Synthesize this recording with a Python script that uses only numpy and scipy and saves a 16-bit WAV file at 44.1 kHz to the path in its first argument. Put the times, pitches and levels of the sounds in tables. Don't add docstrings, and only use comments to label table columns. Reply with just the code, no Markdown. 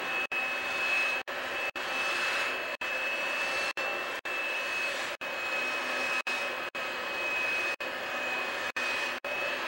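import sys
import numpy as np
from scipy import signal
from scipy.fft import rfft, irfft, next_fast_len
from scipy.io import wavfile
from scipy.ndimage import uniform_filter1d, map_coordinates

SR = 44100
rng = np.random.default_rng(int(sys.argv[2]) if len(sys.argv) > 2 else 0)


def dump_mix(stems):
    frames = np.atleast_2d(stems).T
    limited = np.clip(frames, -1, 1)
    pcm = np.round(limited * 32767).astype(np.int16)
    wavfile.write(sys.argv[1], SR, pcm)


N = 426447

# pitch_hz, level_db
ELECTRICAL_TONES = [(10072, -81), (10788, -84), (11509, -83), (12225, -85), (12947, -85), (13668, -84),
                    (15734.3, -59.5), (15748, -65), (15778, -79)]
# frequency_hz, relative_db
TAPE_SPECTRUM = [(20, 6), (5000, 0), (10000, -3), (13700, 8), (14200, -16), (16000, -11)]
DROPOUT_STARTS = [.2569, 1.217, 1.697, 2.7529, 3.7128, 4.193, 5.153, 6.209, 6.689, 7.745, 8.705, 9.185]
# offset_s, gain_db
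DROPOUT_SHAPE = [(-.0002, 0), (.0002, -23), (.014, -32), (.02, -62), (.038, -66), (.046, -43), (.0594, -28),
                 (.0599, 0)]

# start_s, level_db
GRIT_IMPACTS = [(1.655, -46), (4.157, -46)]
# frequency_hz, relative_db
GRIT_SPECTRUM = [(1500, -20), (4000, -2), (8000, 0), (13000, -6), (16000, -18)]

# time_s, rate_hz
SHAFT_RATE = [(0.0, 259.21), (0.28, 257.66), (1.15, 258.14), (1.65, 260.47), (2.3, 260.38), (2.55, 259.51),
              (3.35, 259.77), (3.68, 265.74), (4.3, 263.07), (4.65, 258.33), (5.4, 255.21), (6.3, 255.38),
              (7.7, 253.73), (9.05, 252.42), (9.6, 259.85)]
# time_s, order_1_db, order_3_db, order_5_db
STRONG_ORDERS = [(0.0, -56.5, -48, -47.5), (1.2, -56.5, -48, -51.5), (2.198, -61.0, -52, -45.5),
                 (2.9, -58, -62, -56.5), (3.8, -60.7, -46.5, -48), (4.7, -65, -66, -54),
                 (6.0, -52.5, -49.5, -46.5), (7.3, -64.1, -64, -51), (8.3, -53.5, -46, -51),
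                 (9.6, -56.1, -61, -51)]
# multiple, level_db
WEAK_ORDERS = [(2, -54.5), (4, -58), (6, -54.5), (7, -55.5)]
# start_s, length_s, peak_db
WHINE_SWELLS = [(-.04, 0.7, -32.5), (.35, 0.91, -35), (0.742, 0.5, -29.5), (1.504, .32, -34),
                (1.87, .3, -33.5), (1.9, 0.84, -35), (2.6, 0.75, -34.6), (2.91, 1.31, -35),
                (4.2, 0.52, -34), (4.634, .34, -34), (5.04, 0.46, -42.5), (5.266, 0.64, -34.5),
                (5.762, .82, -33.5), (6.48, 0.62, -40.5), (6.996, 0.94, -32), (8.04, 0.57, -36),
                (8.554, 0.67, -35.5), (9.193, 0.42, -36)]
# multiple, level_db
BLADE_OVERTONES = [(2, -69.5), (3, -77.5), (4, -91)]

# centre_hz, width_hz, lift_db
CAVITY_MODES = [(358.4, 70, 9.5), (570.4, 92, 7.5), (1060, 210, 5), (1754, 420, 8.5), (4350, 250, 2)]
# frequency_hz, relative_db
ROAR_SPECTRUM = [(20, -22), (45, -22), (74, -11), (100, -16.5), (170, -12.5), (280, -8.5), (460, -5.5),
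                 (520, 0.5), (660, -1), (800, -4.5), (1100, -11), (2000, -54)]
RUSH_SPECTRUM = [(400, -37), (700, -5.5), (950, -1), (1500, 1), (2100, -2), (2800, 1), (3250, -2),
                 (3550, -9), (4500, -14.5), (5000, -17), (7000, -54), (10000, -63), (14000, -44)]
HISS_SPECTRUM = [(1000, -44), (2200, 8.5), (3000, 4), (4300, 5.5), (4900, 0), (6500, -1.5), (8300, -6.5),
                 (10000, -12), (12000, -19), (14000, -27), (16000, -41)]
# time_s, level_db
ROAR_LEVEL = [(0, -41), (.6, -42.5), (1.4, -41), (3, -42), (3.6, -39.5), (4.6, -43), (5.4, -41.5),
              (7.5, -40.5), (8, -41.5), (9.6, -40.3)]
# full_pressure_s, hold_s, hiss_rise_db, rush_rise_db
NOZZLE_STROKES = [(-.42, 0.12, 7, 7), (.9, 0.17, 9, 3.5), (2.17, 0.25, 12, 5.5), (3.58, 0.15, 11.5, 3.5),
                  (4.9, 0.15, 10.5, 2), (6.02, 0.38, 10, 3.5), (7.6, 0.12, 8, 2), (8.85, 0.2, 9, 4),
                  (10, .1, 4, 5.5)]

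TIME_S = np.arange(N) / SR


def amp(db):
    return 10 ** (np.asarray(db) / 20)


def unit(x):
    return x / np.sqrt(np.mean(x ** 2) + 1e-20)


def spectrum_db(points, hz):
    frequencies, levels = np.transpose(points)
    return np.interp(np.log(hz + 1), np.log(frequencies + 1), levels)


def curves(rows):
    times, *columns = np.transpose(rows)
    return [np.interp(TIME_S, times, column) for column in columns]


def wobble(rate_hz):
    knots = rng.standard_normal(int(N * rate_hz / SR) + 4)
    coarse = np.arange(0, N, 32)
    return np.interp(np.arange(N), coarse, map_coordinates(knots, [coarse * rate_hz / SR]))


def filtered(x, response):
    size = next_fast_len(N + SR // 2)
    return irfft(rfft(x, size) * response(np.fft.rfftfreq(size, 1 / SR)), size)[:N]


def coloured_noise(spectrum):
    return unit(filtered(rng.standard_normal(N), lambda hz: amp(spectrum_db(spectrum, hz))))


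def partial(phase, fade_db, fade_hz, blur, blur_hz):
    scatter = 1 + blur * (wobble(blur_hz) + 1j * wobble(blur_hz))
    fading = amp(fade_db * wobble(fade_hz))
    return unit(fading * np.real(scatter * np.exp(1j * phase)))


def grit_ticks(t60_s=0.02):
    envelope = sum((TIME_S >= start_s) * amp(level_db - 60 * np.abs(TIME_S - start_s) / t60_s)
                   for start_s, level_db in GRIT_IMPACTS)
    return envelope * coloured_noise(GRIT_SPECTRUM)


def shaft_angle():
    rate_hz, = curves(SHAFT_RATE)
    jitter = 1 + 0.00063 * wobble(7) + 0.00045 * wobble(25)
    return 2 * np.pi * np.cumsum(rate_hz * jitter) / SR


def motor_hum(shaft):
    hum = sum(amp(db) * partial(order * shaft, fade_db=0.1, fade_hz=4.6, blur=0.38, blur_hz=18)
              for order, db in zip((1, 3, 5), curves(STRONG_ORDERS)))
    buzz = sum(amp(db) * partial(order * shaft, fade_db=0.9, fade_hz=4.8, blur=0.29, blur_hz=12)
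               for order, db in WEAK_ORDERS)
    return hum + buzz


def whine_gain(rest_db=-47):
    power = sum((amp(peak_db) * np.sin(np.pi * np.clip((TIME_S - start_s) / length_s, 0, 1))) ** 2
                for start_s, length_s, peak_db in WHINE_SWELLS)
    return np.sqrt(power + amp(rest_db) ** 2)


def fan_whine(shaft, overtone_rise_db, blades=10):
    phase = blades * shaft
    fundamental = whine_gain() * partial(phase, fade_db=0.7, fade_hz=16, blur=0.13, blur_hz=70)
    overtones = sum(amp(db) * partial(multiple * phase, fade_db=0, fade_hz=2.8, blur=0.46, blur_hz=18)
                    for multiple, db in BLADE_OVERTONES)
    return fundamental + amp(overtone_rise_db) * overtones


def cavity_db(hz):
    return sum(lift_db / (1 + (2 * (hz - centre_hz) / width_hz) ** 2)
               for centre_hz, width_hz, lift_db in CAVITY_MODES)


def turbulence(spectrum, patchy_db):
    cells = signal.stft(rng.standard_normal(N), nperseg=1024)[2]
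    patches = uniform_filter1d(rng.standard_normal(cells.shape), size=4, axis=0)
    patches = uniform_filter1d(patches, size=22, axis=1)
    noise = signal.istft(cells * amp(patchy_db * unit(patches)), nperseg=1024)[1][:N]
    return unit(filtered(noise, lambda hz: amp(spectrum_db(spectrum, hz) + cavity_db(hz))))


def stroke_rises(press_s=0.63, lift_s=0.17, brush_delay_s=0.45, brush_half_s=0.2, brush_share=0.39):
    hiss_db, rush_db = np.zeros(N), np.zeros(N)
    for full_s, hold_s, hiss_rise_db, rush_rise_db in NOZZLE_STROKES:
        end_s = full_s + hold_s
        pressure = np.interp(TIME_S, [full_s - press_s, full_s, end_s, end_s + lift_s], [0, 1, 1, 0])
        pressure += brush_share * np.exp(-((TIME_S - end_s - brush_delay_s) / brush_half_s) ** 2)
        hiss_db += hiss_rise_db * pressure
        rush_db += rush_rise_db * pressure
    return hiss_db, rush_db


def airflow(hiss_rise_db, rush_rise_db, lifted_hiss_db=-51.5, lifted_rush_db=-39):
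    roar_db, = curves(ROAR_LEVEL)
    roar = amp(roar_db) * turbulence(ROAR_SPECTRUM, patchy_db=1.27)
    rush = amp(lifted_rush_db + rush_rise_db) * turbulence(RUSH_SPECTRUM, patchy_db=1.2)
    flutter_db = 0.5 * wobble(60)
    hiss = amp(lifted_hiss_db + hiss_rise_db + flutter_db) * turbulence(HISS_SPECTRUM, patchy_db=2.7)
    return roar + rush + hiss


def scene():
    hiss_rise_db, rush_rise_db = stroke_rises()
    shaft = shaft_angle()
    tones = motor_hum(shaft) + fan_whine(shaft, overtone_rise_db=hiss_rise_db)
    return (tones + airflow(hiss_rise_db, rush_rise_db) + grit_ticks())[None]


def record(dry):
    tape_db, top_hz = -69.5, 16400
    whistle = sum(np.sqrt(2) * amp(db) * np.sin(2 * np.pi * hz * TIME_S) for hz, db in ELECTRICAL_TONES)
    tape_hiss = amp(tape_db) * coloured_noise(TAPE_SPECTRUM)
    dropout_db = sum(np.interp(TIME_S - start_s, *np.transpose(DROPOUT_SHAPE))
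                     for start_s in DROPOUT_STARTS)
    interrupted = (dry[0] + whistle + tape_hiss) * amp(dropout_db)
    return filtered(interrupted, lambda hz: hz < top_hz)[None]


dry = scene()
out = record(dry)
dump_mix(out)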